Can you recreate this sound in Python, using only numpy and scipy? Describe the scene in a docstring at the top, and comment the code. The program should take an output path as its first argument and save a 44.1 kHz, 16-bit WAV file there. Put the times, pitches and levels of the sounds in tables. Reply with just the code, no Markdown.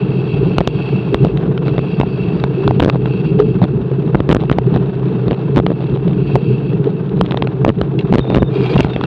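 """Riding in a bicycle race

A camera rides on a racing bicycle inside a pack. Wind and rough asphalt drum on its housing and mount,
while chains whirr, gears tick and loose parts rattle. Cracks in the road make the mount knock,
overloading the microphone. Near the end, in a corner, brakes squeal and scrub on the rims."""
import sys
import numpy as np
from scipy import signal
from scipy.fft import rfft, irfft, next_fast_len
from scipy.io import wavfile
from scipy.ndimage import uniform_filter1d, map_coordinates

SR = 44100
rng = np.random.default_rng(int(sys.argv[2]) if len(sys.argv) > 2 else 0)


def unload_audio(sound):
    """Save the sound as a 16-bit wav file, at the path given as the first command line argument."""
    columns = np.transpose(np.atleast_2d(sound))
    # keep every value between -1 and 1, then stretch to whole-number steps
    steps = np.round(np.clip(columns, -1, 1) * 32767)
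    wavfile.write(sys.argv[1], SR, steps.astype(np.int16))


N = 399546
TIME = np.arange(N) / SR

# whirr of the whole pack's chains: t/s, level/dB
PACK_LEVELS = [(0, -53), (3.5, -45), (3.8, -50.5), (5.0, -49.5), (6.0, -47.5), (7.5, -53), (8.5, -50),
               (9.06, -48)]
# spells when a rider close by coasts and the freewheel buzzes louder: t/s, length/s, level/dB
COASTING_SPELLS = [(0, 1.31, -39), (1.655, 1.1, -40.5), (3.084, 0.11, -39), (3.257, 0.036, -37.5),
                   (6.155, 0.55, -40.5), (8.904, 0.2, -41.5)]
# resonances (favoured pitches) of chains and sprockets: f/Hz, width/Hz, level/dB
CHAIN_MODES = [(2260, 220, -6), (2658, 296, 9.5), (3264, 340, -3), (3880, 520, -11.5), (4290, 310, -14),
               (4590, 320, -11), (5450, 290, -22.5), (7270, 330, -32), (8040, 540, -36)]
# a chain brushes its guide: t/s
RUB_TIMES = [1.9, 2.1, 2.34]
# gear and spoke ticks close by: t/s, level/dB
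CLOSE_TICKS = [(1.373, -16), (2.399, -15.5), (4.404, -17), (4.526, -9), (4.665, -23), (5.056, -27),
               (5.867, -25), (5.952, -25), (6.08, -20.5), (6.131, -21.5), (6.732, -27), (6.843, -23),
               (7.094, -25.5), (7.261, -15), (8.009, -18), (8.901, -16), (8.934, -18)]
# tone colour of the ticks: f/Hz, level/dB
TICK_SPECTRUM = [(500, -10), (1500, 5), (3800, 5), (5000, -16), (6500, -25.5), (9000, -42.5), (16000, -58)]
# strength of the wind, rising in the corner: t/s, level/dB
WIND_LEVELS = [(0, -32), (2.6, -33), (3.9, -35), (4.5, -32), (5.7, -34), (7.6, -34), (8.5, -32),
               (8.73, -26.5), (9.06, -29.5)]
# tone colour of the wind: f/Hz, level/dB
WIND_SPECTRUM = [(20, -28), (70, -3), (250, 2.5), (550, 3.5), (800, 2), (1150, -3.5), (1500, -6),
                 (2000, -15.5), (3700, -19), (4600, -33.5), (5100, -37), (5600, -37), (6500, -49),
                 (9000, -63.5), (16000, -74.5)]
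# flurries of taps from loose parts: t/s, level/dB
TAP_FLURRIES = [(0.432, -25.5), (1.23, -16.5), (1.655, -20.5), (2.926, -17), (3.385, -16), (3.615, -16),
                (4.164, -21), (4.397, -15), (4.741, -15.5), (5.311, -19.5), (5.371, -25.5), (5.69, -22),
                (5.805, -21), (5.934, -23), (6.071, -23.5), (6.86, -26.5), (7.98, -22.5), (8.169, -15.5),
                (8.244, -22), (8.308, -18), (8.87, -19.5)]
# tone colour of the taps: f/Hz, level/dB
TAP_SPECTRUM = [(100, -9.5), (400, 20), (800, 16), (1800, -6), (3900, -4.5), (5200, -29), (9000, -47),
                (16000, -70.5)]
# light metal rattles on the bikes: t/s, level/dB
STEEL_CLINKS = [(3.058, -22), (7.99, -16), (7.9938, -23), (8.3443, -20), (8.7793, -12.5), (8.962, -23),
                (9.039, -21)]
# tones of the clinking steel: f/Hz, level/dB, t60/s (the time to fade by 60 dB)
STEEL_MODES = [(2250, -10.5, 0.025), (2725, 0.5, 0.026), (3280, -3, 0.015), (3840, -13, 0.017)]
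# brake pads singing on a rim: t/s, length/s, level/dB
BRAKE_SQUEALS = [(8.211, 0.058, -36.5), (8.288, 0.071, -39), (8.401, 0.026, -35), (8.45, 0.036, -39.5),
                 (8.902, .04, -38)]
# tone colour of the rubbing pads: f/Hz, level/dB
PAD_SPECTRUM = [(300, 0), (800, 13.5), (1700, -5), (2500, 3), (3400, -7), (4700, -13), (5400, -31),
                (7800, -24), (9000, -51), (15000, -71)]
# resonances of the scrubbed rim: f/Hz, width/Hz, level/dB
RIM_MODES = [(2390, 140, 7), (2690, 86, 4.5), (3260, 100, 4), (3720, 100, 0), (4100, 140, -3),
             (4650, 150, -9)]
# resonances of the mount: f/Hz, width/Hz, level/dB
MOUNT_MODES = [(56.3, 7.1, -18.5), (130.6, 12, -2.5), (180.8, 39.5, -9)]
# resonances of the housing: f/Hz, width/Hz, level/dB
HOUSING_MODES = [(308.5, 33, -2), (385.9, 30.2, 1), (437.3, 44.7, -0.7)]
# bumps in the road: t/s, change in the mount's boom/dB, change in the housing's hollow sound/dB
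ROAD_BUMPS = [(0.43, 2, 4), (0.95, 6.5, 2.5), (1.14, -5.5, 11.5), (1.231, 9, 12.5), (2.589, -6, 7),
              (2.68, 3.5, 8), (2.95, 4, -5), (3.41, -8.5, 4), (3.631, 13, 4), (4.67, 7, 5), (5.939, 6.5, 9),
              (6.08, 5.5, 0), (6.51, 7, 3), (6.87, -3.5, 8.5), (7.97, 1, 5.5), (8.56, -5, 5),
              (8.61, 2, 9.5), (8.72, -6, 8.5), (8.766, 11, 2)]
# the housing hums on after a jolt: t/s, f/Hz, level/dB, t60/s
HOUSING_HUMS = [(2.574, 357, -5, 0.1), (2.611, 390, -9.5, 0.16), (2.681, 373, -9, 0.096),
                (3.397, 417, 7, 0.05), (3.412, 434.4, -10, 0.3)]
# knocks of the mount: t/s, thump level/dB, thump rise/s, crack level/dB, clack level/dB, clack f/Hz
MOUNT_KNOCKS = [(0.5839, 1, 0.00036, -11, -12, 1140), (0.6065, -4, 0.000036, -28, -4, 790),
                (0.612, -13, 0.0004, -30, -0.5, 540), (0.6752, -4, 0.0004, -14, -9, 720),
                (1.145, 0, 0.00044, -12.5, -15.5, 480), (1.2491, -2, 0.000034, -23, -7, 666),
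                (1.5776, -21, 0.0004, -19, -14, 1330), (1.682, -8.5, 0.00017, -22, -19, 800),
                (1.781, -5, 7e-05, -23, -14.5, 600), (1.7917, -7.5, 7e-05, -23.5, -22, 765),
                (2.0006, -0.5, 0.000026, -19.5, -2.5, 900), (2.013, -6, 9e-05, -13.5, -22, 510),
                (2.0333, -9, 0.0001, -41, -7, 700), (2.4394, -4, 0.00013, -15, -10, 880),
                (2.6783, -3, 7e-05, -11.5, -12, 950), (2.7095, -4, 0.0001, -30, -1, 690),
                (2.7986, -9, 0.0001, -20, -3.5, 846), (2.8029, -1.5, 0.0000086, -14, -15, 1070),
                (2.8223, -2, 5e-05, -38, -11, 480), (2.8275, -1.5, 3e-05, -22.5, -14, 980),
                (2.8364, -4, 0.000035, -28, -10, 620), (2.8478, -2, 0.000021, -18.5, -14.5, 990),
                (2.8607, -5, 0.000049, -38, 0, 480), (2.875, -10, 9e-05, -39, -9, 584),
                (2.881, -3.5, 0.000067, -38, -3, 550), (2.8909, -5, 0.000034, -21.5, -12, 740),
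                (2.899, -9.5, 7e-05, -9, -8, 515), (2.9576, -7, 0.000085, -45, -7, 520),
                (3.058, -12, 0.0001, -27, -13, 835), (3.393, -15, 8e-05, -23.5, -12, 477),
                (3.402, -7.5, 0.000027, -37, -2.5, 480), (3.6264, -8.5, 0.0002, -25, -15, 790),
                (3.6409, -4.5, 0.000039, -23.5, -14, 870), (3.9158, -17, 5e-05, -37, -11.5, 480),
                (4.1473, 1, 0.0001, -29.5, -2, 750), (4.1535, 2, 0.00041, -21, -7, 960),
                (4.2042, -0.5, 0.00011, -24, -12, 820), (4.2919, 0.5, 4e-05, -32, -10, 720),
                (4.3012, 0, 0.000064, -31.5, -11, 604), (4.3068, -7, 5e-05, -26, -11, 554),
                (4.3136, -12, 5e-05, -17, -15, 890), (4.318, -5, 0.00006, -33, -11, 650),
                (4.3244, -2, 3e-05, -27, -16, 694), (4.3283, -3, 1e-05, -16.5, -11, 1080),
                (4.3483, -1, 1e-05, -15.5, -16, 1050), (4.359, -9, 0.00011, -39, -8.5, 600),
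                (4.3669, -2.5, 9e-05, -27.5, -8, 680), (4.498, -4, 0.00059, -22.5, -11.5, 1300),
                (4.515, 2, 0.00011, -19, -18, 510), (4.5859, -3.5, 0.000092, -17.5, 1, 750),
                (4.7621, -3.5, 0.000092, -28, -3.5, 716), (5.282, -5, 0.0004, -24.5, -10, 700),
                (5.3105, -6, 0.00034, -20.5, -17, 574), (5.319, -10, 0.0001, -41, -3, 510),
                (5.3306, -12.5, 0.00028, -27, -21, 740), (5.5622, -5.5, 0.000022, -23.5, -17, 794),
                (5.5706, -1, 5e-05, -32.5, -2, 500), (5.5741, -2.5, 0.000042, -33, -8.5, 580),
                (5.5796, -3.5, 1e-05, -18.5, -14, 960), (5.589, -2, 0.0001, -23, -15, 890),
                (5.6002, -1.5, 0.000083, -27, -8.5, 733), (5.6654, -5, 0.00037, -12.5, -12, 620),
                (5.704, -13, 0.0001, -38, -3.5, 480), (5.7185, -15, 0.0001, -46, -5, 483),
                (6.3562, 0.5, 0.000015, -20, -1.5, 915), (6.3616, -8.5, 0.000036, -26.5, -3.5, 665),
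                (7.2122, -0.5, 5e-05, -13.5, -3, 990), (7.3101, -17, 0.0002, -17, -27, 1010),
                (7.3217, -14, 0.0004, -17.5, -14, 880), (7.3448, -8, 0.00012, -30, -4.5, 670),
                (7.3734, -24, 0.0001, -17.5, -10, 800), (7.4237, -5, 0.00046, -14.5, -19, 800),
                (7.4728, -15, 0.00018, -19, -14.5, 690), (7.6486, -1, 5e-05, -10, -2.5, 870),
                (7.6645, -7.5, 0.0001, -44, -1.5, 580), (7.6795, -6.5, 0.000048, -34, -3.5, 530),
                (7.683, -7, 0.000046, -32.5, -3, 540), (7.692, -0.5, 0.000075, -22.5, -12, 800),
                (7.701, -2.5, 0.000093, -27, -13, 780), (7.8145, -1.5, 0.000033, -16.5, -26, 890),
                (8.126, -5.5, 0.00024, -27, 0, 785), (8.1388, -1.5, 3e-05, -31.5, -8, 720),
                (8.1469, -2, 4e-05, -37.5, -10, 610), (8.156, 1, 4e-05, -26, -11, 690),
                (8.1839, -2, 0.000024, -23.5, -9, 750), (8.1934, -2.5, 5e-05, -26, -14, 730),
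                (8.3019, -6, 0.0004, -21.5, -7, 630), (8.3477, 0, 0.00033, -17, -12, 830),
                (8.3591, -4, 3e-05, -23.5, -16, 810), (8.3673, -0.5, 0.000078, -44, -6.5, 480),
                (8.3737, -0.5, 0.00012, -29.5, -20, 580), (8.3838, -5, 0.000059, -29, -6.5, 610),
                (8.4223, -3.5, 0.000065, -34, -2, 570), (8.4288, 1, 0.00014, -33, -18.5, 610),
                (8.6075, -9, 0.0003, -31.5, -16, 720), (8.7576, -5, 0.000036, -36, -11, 690),
                (8.7627, -1.5, 0.00024, -34, -13, 810), (8.766, -9, 0.000033, -35, -4.5, 682),
                (8.7911, -3, 4e-05, -34, -4, 590), (8.7981, -1.5, 0.000045, -33, -12, 540),
                (8.8034, -3, 0.0001, -21.5, -7, 820), (8.8067, -1, 0.00045, -9.5, -7, 1210),
                (8.847, -1.5, 0.000048, -38, -19, 1290), (8.963, -6, 0.00022, -22.5, -14, 590),
                (9.012, -9, 0.00045, -24, -12, 1030), (9.0388, -10, 0.0004, -16.5, -11, 900)]
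# tones of the plastic shell, rung by every knock: f/Hz, level/dB, t60/s
SHELL_MODES = [(623, -3, 0.0076), (889, 1.5, 0.0083), (1300, 7, 0.012), (1680, -3.5, 0.0079),
               (2400, 2.5, 0.0076), (2920, 4, 0.0098), (3610, -1, 0.0075), (4700, -8.5, 0.0081)]
# how the microphone dulls a thump: f/Hz, level/dB
THUMP_SPECTRUM = [(3500, 0.5), (5500, -7), (12000, -17), (18000, -28)]
# tone colour of a knock's sharp crack: f/Hz, level/dB
CRACK_SPECTRUM = [(200, -9.5), (700, 10.5), (1300, 4.5), (2200, 8), (3700, 7), (5000, -19), (7000, -31),
                  (10000, -40), (18000, -48)]


def amp(db):
    """Turn decibels into a gain."""
    return 10 ** (np.asarray(db) / 20)


def unit(x):
    """Scale x to an average strength (rms) of 1."""
    return x / np.sqrt(np.mean(x ** 2) + 1e-20)


def curve(points):
    """Join (time, value) points with straight lines."""
    return np.interp(TIME, *np.transpose(points))


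def gate(start, attack, hold, release):
    """A gain that rises from start, holds at 1 and falls."""
    return np.interp(TIME, start + np.cumsum([0, attack, hold, release]), [0, 1, 1, 0])


def spell(s, length, fade_s=0.025):
    """A gain that is fully on from time s, with a fade before and after."""
    return gate(s - fade_s, fade_s, length, fade_s)


def swell(s, width_s=0.021):
    """A brief smooth hump around time s."""
    return np.exp(-np.minimum(((TIME - s) / width_s) ** 2, 20))


def wobble(rate):
    """A smooth curve through `rate` random values a second."""
    return map_coordinates(rng.standard_normal(int(N * rate / SR) + 4), [TIME * rate])


def grit(rate, depth_db):
    """Noise whose strength flutters, like tyres over coarse stones."""
    return rng.standard_normal(N) * amp(depth_db * wobble(rate))


def filtered(x, response):
    """Weight each frequency in x by response(frequency)."""
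    size = next_fast_len(N + SR // 2)
    return irfft(rfft(x, size) * response(np.fft.rfftfreq(size, 1 / SR)), size)[:N]


def coloured(x, spectrum):
    """Give x the tone colour of a spectrum table."""
    f, db = np.transpose(spectrum)
    return filtered(x, lambda hz: amp(np.interp(np.log(hz + 1), np.log(f), db)))


def resonate(x, modes):
    """Let x ring a set of resonances, added with alternating signs."""
    def response(f):
        return sum((-1) ** k * amp(db) * 1j * f * width / (hz * hz - f * f + 1j * f * width)
                   for k, (hz, width, db) in enumerate(modes))
    return filtered(x, response)


def passband(x, hz, kind, order):
    """Keep the "low" or "high" side of hz; a higher order cuts more steeply."""
    return signal.sosfilt(signal.butter(order, hz, kind, fs=SR, output="sos"), x)


def steadied(x, span_s):
    """Even out the slow swells of a vibration, leaving its fast beating."""
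    power = np.abs(uniform_filter1d(x * x, int(span_s * SR) + 1))
    return unit(x / np.sqrt(power + 1e-12))


def add(track, s, sound):
    """Mix a short sound into a track at time s."""
    part = track[max(0, round(s * SR)):][:len(sound)]
    part += sound[:len(part)]


def chains():
    """Countless hits of chain links blur into a whirr that rings the steel and swells a little."""
    def steel(f):
        return sum(amp(db) / np.hypot(1, 2 * (f - hz) / width) ** 3 for hz, width, db in CHAIN_MODES)
    near = sum(amp(db) * spell(s, length) for s, length, db in COASTING_SPELLS)
    links = grit(rate=400, depth_db=2.4) * amp(2 * wobble(12))
    return np.hypot(amp(curve(PACK_LEVELS)), near) * unit(filtered(links, steel))


def chain_rub(ring_hz=4600, width_hz=300, level_db=-55):
    """Now and then a chain brushes its guide, which rings high."""
    touch = sum(spell(s, length=0.06) for s in RUB_TIMES)
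    guide = [(ring_hz, width_hz, 0)]
    return amp(level_db) * touch * unit(resonate(resonate(rng.standard_normal(N), guide), guide))


def gears(per_second=14, decay_s=0.0028):
    """Gears and spokes tick on the bikes all around, a few of them close by."""
    ticks = np.zeros(N)
    t = np.arange(SR // 100) / SR
    draws = rng.random((round(per_second * N / SR), 2))
    distant = [(when * N / SR, -26 - 10 * far) for when, far in draws]
    for s, db in distant + list(CLOSE_TICKS):
        add(ticks, s, amp(db) * rng.uniform(-0.92, 1, len(t)) * np.exp(-t / decay_s))
    return coloured(ticks, TICK_SPECTRUM)


def wind():
    """Air and tyres roar, fluttering with the swirling air."""
    return amp(curve(WIND_LEVELS)) * unit(coloured(grit(rate=76, depth_db=3), WIND_SPECTRUM))


def loose_parts(strays_per_second=32, flurry_s=0.04, flurry_taps=6, decay_s=0.0016):
    """Loose parts tap in short flurries, and faintly in between."""
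    taps = np.zeros(N)
    t = np.arange(SR // 100) / SR
    draws = rng.random((int(strays_per_second * N / SR), 2))
    strays = [(when * N / SR, -37 + 8 * size) for when, size in draws]
    flurries = [(s + flurry_s * (k + rng.random()) / flurry_taps, db + 2 * rng.standard_normal())
                for s, db in TAP_FLURRIES for k in range(flurry_taps)]
    for s, db in strays + flurries:
        add(taps, s, amp(db) * rng.standard_normal(len(t)) * np.exp(-t / decay_s))
    return coloured(taps, TAP_SPECTRUM)


def clinks(attack_s=0.00022):
    """Steel parts clink briefly, tuned a little differently each time."""
    out = np.zeros(N)
    t = np.arange(SR // 4) / SR
    for s, db in STEEL_CLINKS:
        detunes = rng.standard_normal(len(STEEL_MODES))
        ring = sum(amp(level - 60 * t / t60) * np.sin(2 * np.pi * hz * (1 + 0.013 * detune) * t)
                   for (hz, level, t60), detune in zip(STEEL_MODES, detunes))
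        add(out, s, amp(db) * np.tanh(t / attack_s) ** 2 * ring)
    return out


def brake_squeal(start_hz=3670, sag_hz_per_s=1600):
    """A pad sticks and slips on the rim in fluttering squeals that sag in pitch."""
    waver = 1 + 0.009 * wobble(400)
    flutter_db = 4.2 * wobble(130)
    out = np.zeros(N)
    for s, length, db in BRAKE_SQUEALS:
        hz = waver * (start_hz - sag_hz_per_s * np.clip(TIME - s, 0, length))
        tone = np.sin(2 * np.pi * np.cumsum(hz) / SR)
        out += amp(db + flutter_db) * spell(s, length, fade_s=0.01) * tone
    return out


def brake_scrub(start_s=8.495, tighten_db_per_s=15, grains_per_second=900):
    """Pads bite and scrub ever harder, while grains of grit ring the rim."""
    pull = gate(start_s, attack=0.065, hold=0.27, release=0.05)
    grip = pull * amp(-34.5 + tighten_db_per_s * (TIME - start_s))
    rub = unit(coloured(grit(rate=190, depth_db=-2), PAD_SPECTRUM))
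    grains = rng.standard_normal(N) * (rng.random(N) < grains_per_second / SR)
    rim = np.zeros(N)
    for hz, width, db in RIM_MODES:
        # each resonance swells and fades on its own
        ring = resonate(grains * amp(3 * wobble(35)), [(hz, width, db)])
        rim += resonate(ring, [(hz, 4 * width, 0)])
    return grip * passband(amp(-4) * rub + amp(-1.5) * unit(rim), 8400, "low", order=8)


def drumming(hard_knock_db=-4):
    """Road and wind shake a boom from the mount and a hollow sound from the housing; jolts vary both."""
    jolt = np.minimum(sum(swell(s) for s, db, *_ in MOUNT_KNOCKS if db > hard_knock_db), 1)
    road_db = 2 * wobble(14)
    boom_db = -16 + road_db + 3.5 * jolt + sum(db * swell(s) for s, db, _ in ROAD_BUMPS)
    hollow_db = -22 + road_db + 0.5 * jolt + sum(db * swell(s) for s, _, db in ROAD_BUMPS)
    boom = passband(resonate(grit(rate=90, depth_db=3.5), MOUNT_MODES), 290, "low", order=3)
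    boom = passband(boom, 50, "high", order=4)
    hollow = passband(resonate(grit(rate=90, depth_db=3), HOUSING_MODES), 474, "low", order=7)
    return amp(boom_db) * steadied(boom, span_s=0.082) + amp(hollow_db) * steadied(hollow, span_s=0.067)


def housing_hum():
    """A jolt leaves the housing humming on one fading tone."""
    out = np.zeros(N)
    t = np.arange(SR // 4) / SR
    for s, hz, db, t60 in HOUSING_HUMS:
        add(out, s, amp(db - 60 * t / t60) * np.tanh(t * hz) ** 2 * np.sin(2 * np.pi * hz * t))
    return out


def smooth_step(t, rise_s):
    """A soft step from 0 to 1 around t = 0."""
    return (1 + np.tanh(t / rise_s)) / 2


def air_shove(t, rise_s, push_s, recoil_s):
    """A knock shoves the air in the housing one way, then back; a faster rise sounds sharper."""
    pushed = smooth_step(t, rise_s)
    turned = smooth_step(t - push_s, rise_s=0.00017)
    return 0.83 * (pushed - turned) - turned * np.exp(-np.maximum(t - push_s, 0) / recoil_s)


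def knocks(clack_s=0.0018, crack_s=0.00018, run_up_s=0.002):
    """Each knock of the mount thumps, clacks hollowly, rings the plastic shell and cracks sharply."""
    thumps, clacks, cracks = np.zeros((3, N))
    t = np.arange(SR // 40) / SR - run_up_s
    age = np.maximum(t, 0)
    onset = smooth_step(t, rise_s=0.00008)
    for s, thump_db, rise_s, crack_db, clack_db, clack_hz in MOUNT_KNOCKS:
        size, side, *detunes = rng.standard_normal(len(SHELL_MODES) + 2)
        # a harder contact has a louder crack and a shorter push
        push_s = np.interp(crack_db, [-33.5, -11.5], [0.001614, 0.00082]) * np.exp(0.08 * size)
        recoil_s = np.interp(thump_db, [-12, -2], [0.001, 0.0017])
        shell = sum(amp(db - 60 * age / t60) * np.sin(2 * np.pi * (hz * (1 + 0.11 * detune) * t + detune))
                    for (hz, db, t60), detune in zip(SHELL_MODES, detunes))
        burst = rng.standard_normal(len(t)) * np.exp(-age / crack_s)
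        clack = amp(clack_db) * onset * np.sin(2 * np.pi * clack_hz * t) * np.exp(-(t / clack_s) ** 2)
        start = s - 0.0003 - run_up_s
        add(thumps, start, np.sign(side) * amp(thump_db) * air_shove(t, rise_s, push_s, recoil_s))
        add(clacks, start, amp(crack_db - 13) * unit(onset * shell) + np.sign(side) * clack)
        add(cracks, start, amp(crack_db - 14) * unit(onset * burst))
    # the thumps also set the mount swaying at its lowest resonance
    sway = amp(2.5) * resonate(thumps, [(MOUNT_MODES[0][0], 22, 0)])
    thuds = coloured(passband(thumps + sway, 69, "high", order=2), THUMP_SPECTRUM)
    return thuds + passband(clacks, 4600, "low", order=5) + coloured(cracks, CRACK_SPECTRUM)


def overload_gain(blows):
    """A knock blocks the microphone for an instant; a run of knocks keeps it quieter a little longer."""
    def load(recovery_s):
        return passband(blows ** 2, 1 / (2 * np.pi * recovery_s), "low", order=1)
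    return 1 / (1 + 6 * load(0.0016) + 9 * load(0.062) + 2 * load(0.054))


def scene():
    """Everything reaches one microphone; the riding noise dips under the knocks."""
    riding = drumming() + wind() + chains() + chain_rub() + loose_parts()
    riding += brake_squeal() + brake_scrub() + gears()
    ringing = clinks() + housing_hum()
    blows = knocks()
    return (overload_gain(blows) * riding + blows + ringing)[None]


def record(dry):
    """Round off the loudest peaks, cut the highest treble and fade both ends to avoid a click."""
    limited = dry[0] / (1 + np.abs(dry[0]) ** 8) ** (1 / 8)
    fades = np.clip(np.minimum(TIME, TIME[-1] - TIME) / 0.003, 0, 1)
    return (fades * passband(limited, 19300, "low", order=12))[None]


dry = scene()
out = record(dry)
unload_audio(out)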